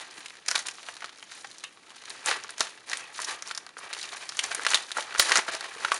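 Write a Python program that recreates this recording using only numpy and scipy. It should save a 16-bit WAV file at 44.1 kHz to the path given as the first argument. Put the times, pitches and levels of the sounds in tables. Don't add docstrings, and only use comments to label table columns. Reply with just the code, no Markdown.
import sys
import numpy as np
from scipy import signal
from scipy.fft import rfft, irfft
from scipy.io import wavfile
from scipy.ndimage import uniform_filter1d

SR = 44100
rng = np.random.default_rng(int(sys.argv[2]) if len(sys.argv) > 2 else 0)


def materialize(psi):
    bounded = np.clip(np.atleast_2d(psi).T, -1, 1)
    quanta = np.round(bounded * 32767).astype(np.int16)
    wavfile.write(sys.argv[1], SR, quanta)


def voltage_ratio(level):
    return 10 ** (np.asarray(level, float) / 20)


N = 264203


def evened(x):
    return x / np.sqrt(np.mean(x ** 2) + 1e-20)


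def read(points, hz):
    f, value = np.transpose(points)
    return np.interp(np.log(hz + 1), np.log(f + 1), value)


def add(mix, s, sound):
    part = mix[round(s * SR):][:len(sound)]
    part += sound[:len(part)]


def causal(gain_db):
    log_gain = np.log(voltage_ratio(np.maximum(gain_db, -100)))
    whole = np.concatenate([log_gain, log_gain[-2:0:-1]])
    return np.exp(log_gain - 1j * signal.hilbert(whole).imag[:len(log_gain)])


def rattle(chance, fade_s):
    t = np.arange(chance.shape[1]) / SR
    lumps = voltage_ratio(2.5 * evened(uniform_filter1d(chance[1], 30)))
    gap = 1 - np.exp(-(t / 0.0015) ** 2)
    return chance[0] * lumps * np.exp(-t / fade_s) * gap


def snap(ring_hz, paper_db, tick_share, luck):
    hz = np.fft.rfftfreq(4096, 1 / SR)
    octaves = np.log2(ring_hz / 3000)
    film_db = 4.5 + 4.5 * octaves
    rattle_db = -9 - octaves
    colour_db = read([(100, paper_db - 62), (500, paper_db - 22.5), (1500, paper_db), (3700, 0.008),
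                      (7500, film_db), (20000, film_db - 4)], hz)
    ring = 1 / (1 + ((hz - ring_hz) / (0.13 * ring_hz)) ** 2)

    tick_db = colour_db + 11 * ring - 5 * np.log2(1 + (hz / (3 * ring_hz)) ** 2)
    tick = irfft(causal(tick_db))[:2048]
    tick *= 1 - np.exp(-5 * ring_hz * np.arange(1, 2049) / SR)

    dull = causal(colour_db + 5.3 * ring - 8 * np.log2(hz / 1000 + 1))
    shaking = rattle(luck, 0.0043 * voltage_ratio(-1.2 * octaves))
    after = irfft(rfft(shaking, 4096) * dull)[:2048] / np.linalg.norm(irfft(dull))
    return tick_share * tick / abs(tick).max() + voltage_ratio(rattle_db) * after


CLEAR_SNAPS = [(0.032, -34.5, 1500, -6), (0.2597, -23.5, 2540, -8.5), (0.299, -31, 4200, -9),
               (0.354, -37, 1840, -6), (0.483, -12, 5070, -5), (0.4857, -7, 5800, 3),
               (0.5083, -19, 5700, -14), (0.5133, -8, 5400, 8.5), (0.5546, -10, 4350, 6.5),
               (0.558, -7, 3800, -1), (0.592, -16.5, 6160, 6), (0.685, -20, 8500, -9),
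               (.7111, -27, 5400, -12), (0.7951, -37, 3000, 5), (.887, -22.5, 2820, 14),
               (0.9675, -28, 4050, 4), (1.0064, -31, 2200, -5), (1.0219, -29, 1350, -1),
               (1.0437, -21, 1350, -4.5), (1.0932, -30.5, 1250, -11), (1.2268, -29.5, 3060, 1.5),
               (1.2396, -36, 6360, -6), (1.3763, -34, 1940, -10), (1.502, -37, 6000, -4),
               (1.514, -29.5, 3970, -23), (1.5837, -28, 6060, -13), (1.606, -35, 4110, -13),
               (1.773, -39, 1170, -1), (1.9046, -34, 3180, 1),
               (2.0386, -35, 4000, 12), (2.1034, -21, 4230, -4), (2.2605, -8.5, 7560, -1),
                (2.438, -23, 5800, 4), (2.4453, -30.5, 1160, 4), (2.493, -26, 1540, -5),
                (2.506, -23.5, 9400, -19), (2.6065, -7.5, 4100, -19), (2.6116, -16, 1500, -11),
                (2.6078, -7, 6000, 10), (2.6702, -28, 1600, -10), (2.776, -36, 1750, -5),
                (2.898, -19, 5900, 8), (2.9321, -14, 1910, -7), (3.1913, -23, 1050, 16),
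                (3.247, -14, 5700, -19), (3.4233, -19, 6060, 4), (3.47, -27, 5250, 3),
                (3.4755, -23.5, 5630, 2), (3.4845, -27, 6000, 6), (3.5117, -18, 1340, -6),
                (3.5494, -19.5, 5170, -7), (3.5762, -15.5, 5340, -3), (3.6655, -27.5, 4500, 9),
                (3.6917, -33.5, 3900, 9),
               (3.7687, -30, 1450, 8), (3.7887, -33.5, 1060, 14), (3.9298, -19.5, 2400, -8),
                 (3.9354, -18, 4120, 1), (3.967, -29, 1000, -1), (3.989, -24.5, 2910, -30),
                 (3.996, -24.5, 1990, -11), (4.014, -23, 4100, -28), (4.033, -25, 3000, -10),
                 (4.029, -20, 4670, -15), (4.04, -25.5, 2800, -4), (4.0905, -25.5, 3520, -9),
                 (4.1234, -26.5, 4300, 5), (4.1476, -32, 830, 20), (4.292, -16.5, 5130, -4),
                 (4.37, -19.5, 6700, 2), (4.3919, -6.5, 3100, -7), (4.437, -18, 7000, -18),
                 (4.4406, -11.5, 5800, 3), (4.513, -25, 6460, -5), (4.516, -18, 1490, -3),
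                 (4.5484, -9.5, 9600, 2), (4.5953, -23.5, 1490, 6), (4.65, -15, 1920, -5),
                 (4.6659, -7, 1500, -5), (4.6858, -19, 3700, -9), (4.7049, -13.5, 7000, 10),
                 (4.7192, -19, 6060, 13), (4.7354, -12, 2730, 7), (4.7451, 1.5, 3860, -3),
                 (4.756, -8, 3740, -1), (4.7734, -18.5, 3080, -1),
               (4.917, -16, 3770, -6), (4.969, -20, 1370, 17), (4.9841, -18.5, 880, 18),
                 (5.007, -19, 3160, -18), (5.1244, -27.5, 1510, -2), (5.1496, -20.5, 1340, 2),
                 (5.1591, -23, 1620, 0.5), (5.184, -17, 6140, 12), (5.1965, 2.5, 4450, -0.5),
                 (5.216, -27, 5120, -4), (5.224, -18, 1800, 1), (5.295, -12.5, 5210, 9),
                 (5.319, -6.5, 1870, -4.5), (5.3567, -8.5, 1320, -3.5), (5.3629, -7.5, 4300, 4),
                 (5.3726, -3, 5700, 5.5), (5.38, -8.5, 7500, 4), (5.3906, -12.5, 1020, -2),
                 (5.4885, -23.5, 1350, 27), (5.5506, -16.5, 5100, 5), (5.6089, -19, 4460, 4),
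                 (5.72, -32, 2740, 21), (5.8073, -34, 1760, 2), (5.8486, -11.5, 1440, 0),
                 (5.884, -29, 1330, 2), (5.9186, -9, 1200, 2.5), (5.9443, -14.5, 8400, 10)]
# (time [s], peak level [dB],
# tick pitch [Hz], paper share [dB])
LONE_TICKS = [(0.206, -35, 3790, -7), (0.1105, -35, 5000, -8), (0.3055, -35.5, 2260, -2),
              (0.0005, -32.5, 3500, 5), (0.506, -25, 5700, 0), (0.7545, -36, 5500, -3),
              (0.8304, -33, 2280, -19), (0.903, -39, 5640, 5), (0.9533, -38, 4180, -5),
              (1.0436, -37, 1400, -12), (1.0593, -32, 4470, -2), (1.159, -42, 4130, -4),
              (1.1764, -42, 2410, -10), (1.1854, -38, 5600, -1), (1.196, -38, 4260, -4),
              (1.2061, -43, 3160, 0), (1.5066, -40, 4350, -9), (1.5526, -52, 3320, -4),
              (1.5766, -46, 3830, -1), (1.5987, -39, 4220, -8),
              (1.896, -42, 4220, -7), (1.918, -46, 1110, 5), (2.056, -30.5, 2370, -22),
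              (2.0972, -28, 9150, -10), (2.1926, -42, 780, 0), (2.214, -43, 2930, 6),
              (2.2516, -49, 2540, 11), (2.481, -37, 4250, -9), (2.807, -42, 4010, 4.5),
              (2.875, -40.5, 945, -2), (2.8912, -32, 4480, 10), (3.2442, -26, 5470, 6),
              (3.427, -43, 1400, 12), (3.7398, -53, 4440, -4), (4.1312, -34.5, 1240, 3),
              (4.162, -33, 5810, 0), (4.322, -30, 1360, -7), (4.525, -26, 1470, -3),
              (4.5874, -40, 5120, -1), (4.893, -35, 4480, -4), (4.907, -32, 1520, -1),
              (5.1433, -29, 4200, -4), (5.522, -31, 7500, 3), (5.542, -41, 1310, 1),
              (5.977, -29, 2020, -13),
              (0.284, -34, 3680, -4), (0.3698, -37, 1850, -11), (0.5795, -20.5, 4100, 0),
               (0.784, -39.5, 1190, 8), (0.941, -35, 4090, -6), (1.026, -31, 720, 4),
               (1.3157, -33.5, 4230, 3), (1.6313, -42, 3190, -23), (1.8353, -52, 2160, -1),
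               (2.231, -57, 950, 6), (2.2727, -21.5, 3040, 0), (2.3126, -16, 1460, -5.5),
               (2.401, -38, 4350, -6), (2.4576, -40, 2970, 11), (2.574, -41, 3270, -5),
               (2.658, -36, 1330, -4), (2.916, -25, 4120, -4), (3.04, -39, 2540, 4), (3.505, -38, 1400, 18),
               (3.8117, -39.5, 1120, 15), (3.949, -28, 2840, -5), (3.98, -33, 1760, -6),
               (4.4854, -37, 1250, 3), (4.635, -25.5, 8870, 0), (4.7146, -17.5, 1500, -10),
               (4.7227, -24, 1500, -2.5), (4.9512, -37, 1080, -3), (5.0255, -25.5, 2020, -19),
               (5.3127, -19, 1100, 3), (5.357, -9.5, 6450, 0), (5.3846, -21, 1740, 2),
               (5.4649, -34, 870, 22), (5.4814, -25.5, 1350, 2), (5.4945, -32, 1630, 13),
               (5.741, -37, 7000, -5), (5.7516, -44, 3060, -3), (5.772, -37, 1100, 3),
               (5.824, -40, 1380, 7), (5.936, -33, 1210, 4)]
SCRUNCHES = [(0.46, -22, 6330, 0), (0.667, -11.5, 8600, -21), (0.684, -14, 2730, -7.5),
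             (1.317, -24.5, 4200, -1), (1.4438, -20.5, 1830, 3.5), (1.637, -15.5, 2760, -3.5),
             (1.649, -37, 2750, -7), (0.545, -17, 1290, 8), (.653, -29, 1300, 14), (4.458, -15, 9400, -5),
             (3.2, -17, 5500, -3), (2.58, -19, 5850, -2), (2.594, -16, 7300, -9), (2.9135, -16.5, 1590, 0),
             (2.97, -12, 9200, -6), (3.18, -23, 4480, -4), (3.216, -10.5, 9500, -8), (5.483, -30, 1470, 16)]


def snaps():
    clear = CLEAR_SNAPS
    lone = LONE_TICKS
    out = np.zeros(N)
    for creases, tick_share in [(clear, 1.3), (lone, 2.0), (SCRUNCHES, 0.07)]:
        for s, peak_db, ring_hz, paper_db in creases:
            luck = rng.standard_normal((2, 2048))
            add(out, s, voltage_ratio(peak_db) * snap(ring_hz, paper_db, tick_share, luck))
    return signal.sosfilt(signal.butter(3, 330, "highpass", fs=SR, output="sos"), out)


# (time [s], crinkle level [dB], film brightness [dB])
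GRIP = [(0, -46.5, -4), (.2, -46, -3), (.44, -54, -4.5), (.75, -49, 2), (1.261, -53.5, -4),
        (1.34, -47.5, 3.5), (1.8, -57.5, -4), (2.11, -45, -1.5), (2.501, -47, -7.5), (2.85, -53, -6),
        (3.4, -47, -10), (3.59, -47.5, -2.5), (3.75, -56.5, -28), (3.8, -54.5, -4), (4.35, -45.5, 0.5),
        (4.6, -39.5, -5), (4.87, -47, 0), (5.99, -40.5, -4)]
# (start [s], hold
# [s], crinkle level [dB], film brightness [dB])
STROKES = [(0, 0.0021, -37.5, -2.5), (0.489, 0.055, -38.5, 0), (0.547, 0.021, -38.5, -7),
           (0.658, 0.016, -39.5, -2.5), (0.843, 0.075, -44.5, -2), (1.028, 0.026, -45, -9),
           (1.644, 0.015, -51, -6), (2.071, 0.065, -45, -5.5), (2.274, 0.04, -24, -3.5),
           (2.602, 0.038, -37, 1.5), (2.904, 0.098, -40, -1), (2.995, 0.11, -45.5, -9),
           (3.202, 0.023, -37, 0), (3.288, 0.025, -31, -0.5), (3.941, 0.11, -47.5, 9),
           (4.043, 0.016, -39, -5), (4.218, 0.0097, -38, -4.5), (4.115, 0.065, -40, -2),
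           (4.366, 0.036, -44.5, 4), (4.44, 0.0043, -32.5, -2.5), (4.511, 0.056, -35.5, -4.5),
           (4.692, 0.037, -32.5, 3.5), (4.974, 0.013, -31.5, -1.5), (5.086, 0.095, -38, -11),
           (5.199, 0.01, -28.5, 12), (5.296, 0.069, -25.5, -4), (5.487, 0.0055, -31.5, -5.5),
           (5.524, 0.011, -31, -4.5), (5.63, 0.02, -34, -8.5), (5.807, 0.09, -37.5, -5),
           (5.921, 0.033, -35, 1.5),
           (0.172, 0.023, -45, -2.5), (1.295, 0.054, -54, 2), (1.951, 0.031, -53, 7),
                 (2.492, 0.015, -47.5, 1), (2.327, 0.018, -33, -15), (2.662, 0.062, -48.5, -0.5),
                 (3.142, 0.052, -45, 8), (3.269, 0.01, -39.5, -8), (3.308, 0.0081, -38, -21),
                 (2.874, 0.026, -46, 1), (1.868, 0.028, -53.5, -3), (3.463, 0.036, -46.5, 8),
                 (3.783, 0.01, -47.5, 7), (3.834, 0.019, -38, -9), (3.886, 0.027, -39.5, -11),
                 (0.578, 0.011, -38, 6), (4.615, 0.048, -37, -6), (4.785, 0.033, -39.5, 0),
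                 (5.02, 0.035, -41.5, -9), (5.24, 0.049, -30, -0.5), (5.407, 0.027, -50, -20),
                 (5.715, .03, -44, -10)]


def handling(t):
    rise_db_per_s, fall_db_per_s = 603, 226
    s, grip_db, grip_film_db = np.transpose(GRIP)
    power = voltage_ratio(2 * np.interp(t, s, grip_db))
    bright = power * np.interp(t, s, grip_film_db)
    for start, hold, stroke_db, film_db in STROKES:
        rise_db = rise_db_per_s * np.maximum(start - t, 0)
        fall_db = fall_db_per_s * np.maximum(t - start - hold, 0)
        stroke = voltage_ratio(2 * (stroke_db - rise_db - fall_db))
        power = power + stroke
        bright = bright + stroke * film_db
    return 10 * np.log10(power), bright / power


def steadied(x, size):
    return x / np.sqrt(abs(uniform_filter1d(x ** 2, size)) + 1e-12)


# (frequency [Hz], density [dB per Hz])
SHEET_COLOUR = [(59, -63), (100, -21.5), (555, -1), (758, -1), (1590, 3), (2250, 1), (4460, -5),
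                (11300, -10), (13600, -134), (22000, -120)]


def crinkle():
    t, hz = np.arange(N) / SR, np.fft.rfftfreq(2048, 1 / SR)
    effort_db, film_db = (np.interp(t, t[::64], curve) for curve in handling(t[::64]))

    clumps = voltage_ratio(5 * evened(uniform_filter1d(rng.standard_normal(N), 300)))
    per_second = 1500 * voltage_ratio(0.6 * (effort_db + 50)) * clumps
    spread_db = 3.7 - 0.03 * (effort_db + 50)
    size = voltage_ratio(spread_db * np.minimum(rng.exponential(1, N), 3.2))
    size *= rng.random(N) < per_second / SR

    kind = rng.integers(0, 24, N)
    layers = np.zeros((2, N))
    for k, centre_hz in enumerate(np.geomspace(350, 10500, num=24)):
        patch_db = -11 * np.log2((hz + 1) / centre_hz) ** 2
        drive = voltage_ratio(-13) * rattle(rng.standard_normal((2, 1024)), 0.004) + signal.unit_impulse(1024)
        grain = irfft(rfft(drive, 2048) * causal(read(SHEET_COLOUR, hz) + patch_db))[:1024]
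        layers[int(centre_hz > 4200)] += signal.oaconvolve(size * (kind == k), grain)[:N]
    paper, film = steadied(layers[0], size=2600), steadied(layers[1], size=2600)
    return voltage_ratio(effort_db - 5) * (paper + voltage_ratio(film_db + 1) * film)


# (frequency [Hz], width [Hz], level
# [dB])
BODY_RESONANCES = [(666, 22, 5), (880, 46, 2.5), (1500, 25, -4.5), (1960, 100, 3), (3850, 320, 2),
                   (4300, 210, 1.5)]


def body(x):
    hz = np.fft.rfftfreq(N, 1 / SR)
    gain_db = sum(db / (1 + (2 * (hz - f) / width) ** 2) for f, width, db in BODY_RESONANCES)
    return irfft(rfft(x) * voltage_ratio(gain_db), N)


# (time [s], peak level [dB], pitch [Hz])
FLAPS = [(0.182, -37.5, 322), (0.48, -46, 362), (0.555, -56, 328), (2.274, -49, 390), (2.293, -38, 437),
         (2.313, -27, 450), (2.444, -37, 434), (2.604, -26, 400), (3.192, -51, 483), (3.768, -38, 447),
         (3.964, -40, 450), (4.448, -43, 445), (4.501, -47, 473), (4.587, -29, 467), (4.635, -41, 400),
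         (4.661, -33, 494), (4.742, -32, 327), (4.97, -29.5, 470), (5.141, -46, 403), (5.195, -18, 554),
         (5.266, -36, 484), (5.311, -23, 445), (5.359, -29, 433), (5.384, -20, 387), (5.486, -26, 366),
         (5.653, -43, 383), (5.761, -30, 454), (5.797, -34.5, 457), (5.846, -31, 456), (5.914, -36, 420)]
KNOCKS = [(.548, -48, 714), (.886, -32, 725), (1.021, -48, 690), (1.445, -30.5, 794), (1.636, -44, 700),
          (2.605, -22, 664), (4.127, -30.5, 690), (4.511, -34, 695), (4.986, -21.5, 563), (5.308, -28, 760),
          (5.392, -21, 850), (5.487, -20.5, 680), (5.544, -24, 643)]


def flaps():
    rise_s, fade_s = 0.0034, 0.0045
    out, t = np.zeros(N), np.arange(3000) / SR
    swell = (1 - np.exp(-t / rise_s)) * np.exp(-t / fade_s) * 2
    for s, peak_db, ring_hz in FLAPS + KNOCKS:
        a, b = rng.random(2)
        ring = np.sin(2 * np.pi * (ring_hz * t + a))
        partner = 0.24 * np.sin(2 * np.pi * (0.613 * ring_hz * t + b))
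        add(out, s, voltage_ratio(peak_db - 5.5) * (ring + partner) * swell)
    return out


# (frequency [Hz], level [dB], t60 [s])
BLADE_MODES = [(1250, 0, .04), (2740, 3, .13), (3050, -9, .13), (3700, 2, .05), (3850, -4, .06)]


def blade():
    out, t = np.zeros(N), np.arange(8000) / SR
    waver = 0.7 + 0.65 * evened(uniform_filter1d(rng.standard_normal((len(BLADE_MODES), len(t))), 130))
    ring = np.zeros(len(t))
    for chatter, (f, db, t60) in zip(waver, BLADE_MODES):
        ring += chatter * voltage_ratio(db - 60 * t / t60) * np.sin(2 * np.pi * f * t)
    onset = np.sin(np.pi / 2 * np.minimum(t / 0.003, 1)) ** 2
    add(out, 1.6365, voltage_ratio(-34) * ring * onset)
    return out


def squeak():
    start_s, length_s, pitch_hz, level_db = 3.0, 0.09, 2540, -51
    out, t = np.zeros(N), np.arange(0, length_s, 1 / SR)
    a, b = evened(uniform_filter1d(rng.standard_normal((2, len(t))), 180))
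    turn = 2 * np.pi * pitch_hz * t
    swell = np.sin(np.pi * (t / length_s) ** 0.6)
    add(out, start_s, voltage_ratio(level_db) * swell * ((1 + a) * np.sin(turn) + b * np.cos(turn)))
    return out


def table():
    rumble_hz = 110
    t = np.arange(0, N + 64, 64) / SR
    effort_db = np.interp(np.arange(N) / SR, t, handling(t)[0])
    band = signal.butter(3, [rumble_hz / 2, rumble_hz * 2], "bandpass", fs=SR, output="sos")
    low = signal.sosfilt(band, rng.standard_normal(N))
    return voltage_ratio(-73.5 + 0.86 * (np.minimum(effort_db, -36) + 38)) * evened(low)


# (frequency [Hz], t60 [s])
ROOM_DECAY = [(300, 0.42), (2100, 0.29), (11000, 0.21)]


def room(x):
    taps = np.zeros(SR // 2)
    at = np.arange(300, len(taps) - 20, 20)
    taps[at + rng.integers(0, 20, len(at))] = rng.choice([-1., 1.], len(at))
    hz, t, z = signal.stft(taps, SR, nperseg=256)
    tail = signal.istft(z * voltage_ratio(-60 * t / read(ROOM_DECAY, hz)[:, None]), SR, nperseg=256)[1]
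    return signal.oaconvolve(x, tail / np.linalg.norm(tail))[:N]


# (frequency [Hz], density [dB per Hz])
AIR_COLOUR = [(15, -77), (25, -16), (95, -18), (120, -1.5), (150, -6.5), (330, 1), (1030, -9), (3700, -8),
              (7900, -13), (11300, -17), (13000, -64)]


def air():
    hz = np.fft.rfftfreq(N, 1 / SR)
    return voltage_ratio(-60.5) * evened(irfft(rfft(rng.standard_normal(N)) * voltage_ratio(read(AIR_COLOUR, hz)), N))


def scene():
    sheet = body(snaps() + crinkle()) + flaps() + blade()
    return (sheet + voltage_ratio(-15.5) * room(sheet) + air() + table() + squeak())[None]


# (time [s], low thump level [dB], top-band level [dB], length [s])
OVERLOADS = [
    (.1915, -75, -64, .001),
    (4.7456, -47, -77, .001),
    (5.1971, -41.5, -29, .017),
]


def splash():
    push_s = 0.012
    out, t = np.zeros(N), np.arange(2000) / SR
    top = signal.butter(8, [11500, 16000], "bandpass", fs=SR, output="sos")
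    push = np.sin(np.pi * np.minimum(t / push_s, 1)) ** 2
    for s, thump_db, top_db, length in OVERLOADS:
        burst = np.exp(-t / 0.008) * (t < length) + 7 * np.exp(-t / 0.0006)
        fizz = signal.sosfilt(top, rng.standard_normal(len(t)) * burst)
        add(out, s, voltage_ratio(top_db) * fizz)
        add(out, s - push_s / 1.7, -voltage_ratio(thump_db) * push)
    return out


def band_limit(x):
    return signal.sosfilt(signal.butter(12, 16230, fs=SR, output="sos"), x)


def record(dry):
    hz = np.fft.rfftfreq(N, 1 / SR)
    shaved = dry / (1 + (dry / 0.8) ** 8) ** (1 / 8) - dry
    kneed = dry + signal.sosfilt(signal.butter(2, 300, "highpass", fs=SR, output="sos"), shaved)

    notch_db = -6 / (1 + ((hz - 7950) / 350) ** 2)
    sag_db = -10 * np.clip((hz - 10370) / 500, 0, 1)
    edge_db = -np.clip((hz - 11310) / 17, 0, 36) - np.maximum(hz - 12000, 0) / 120
    bass_db = -np.clip((60 - hz) / 12, 0, 3)
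    mix = irfft(rfft(kneed) * voltage_ratio(notch_db + sag_db + edge_db + bass_db), N) + splash()
    return band_limit(mix)


dry = scene()
out = record(dry)
materialize(out)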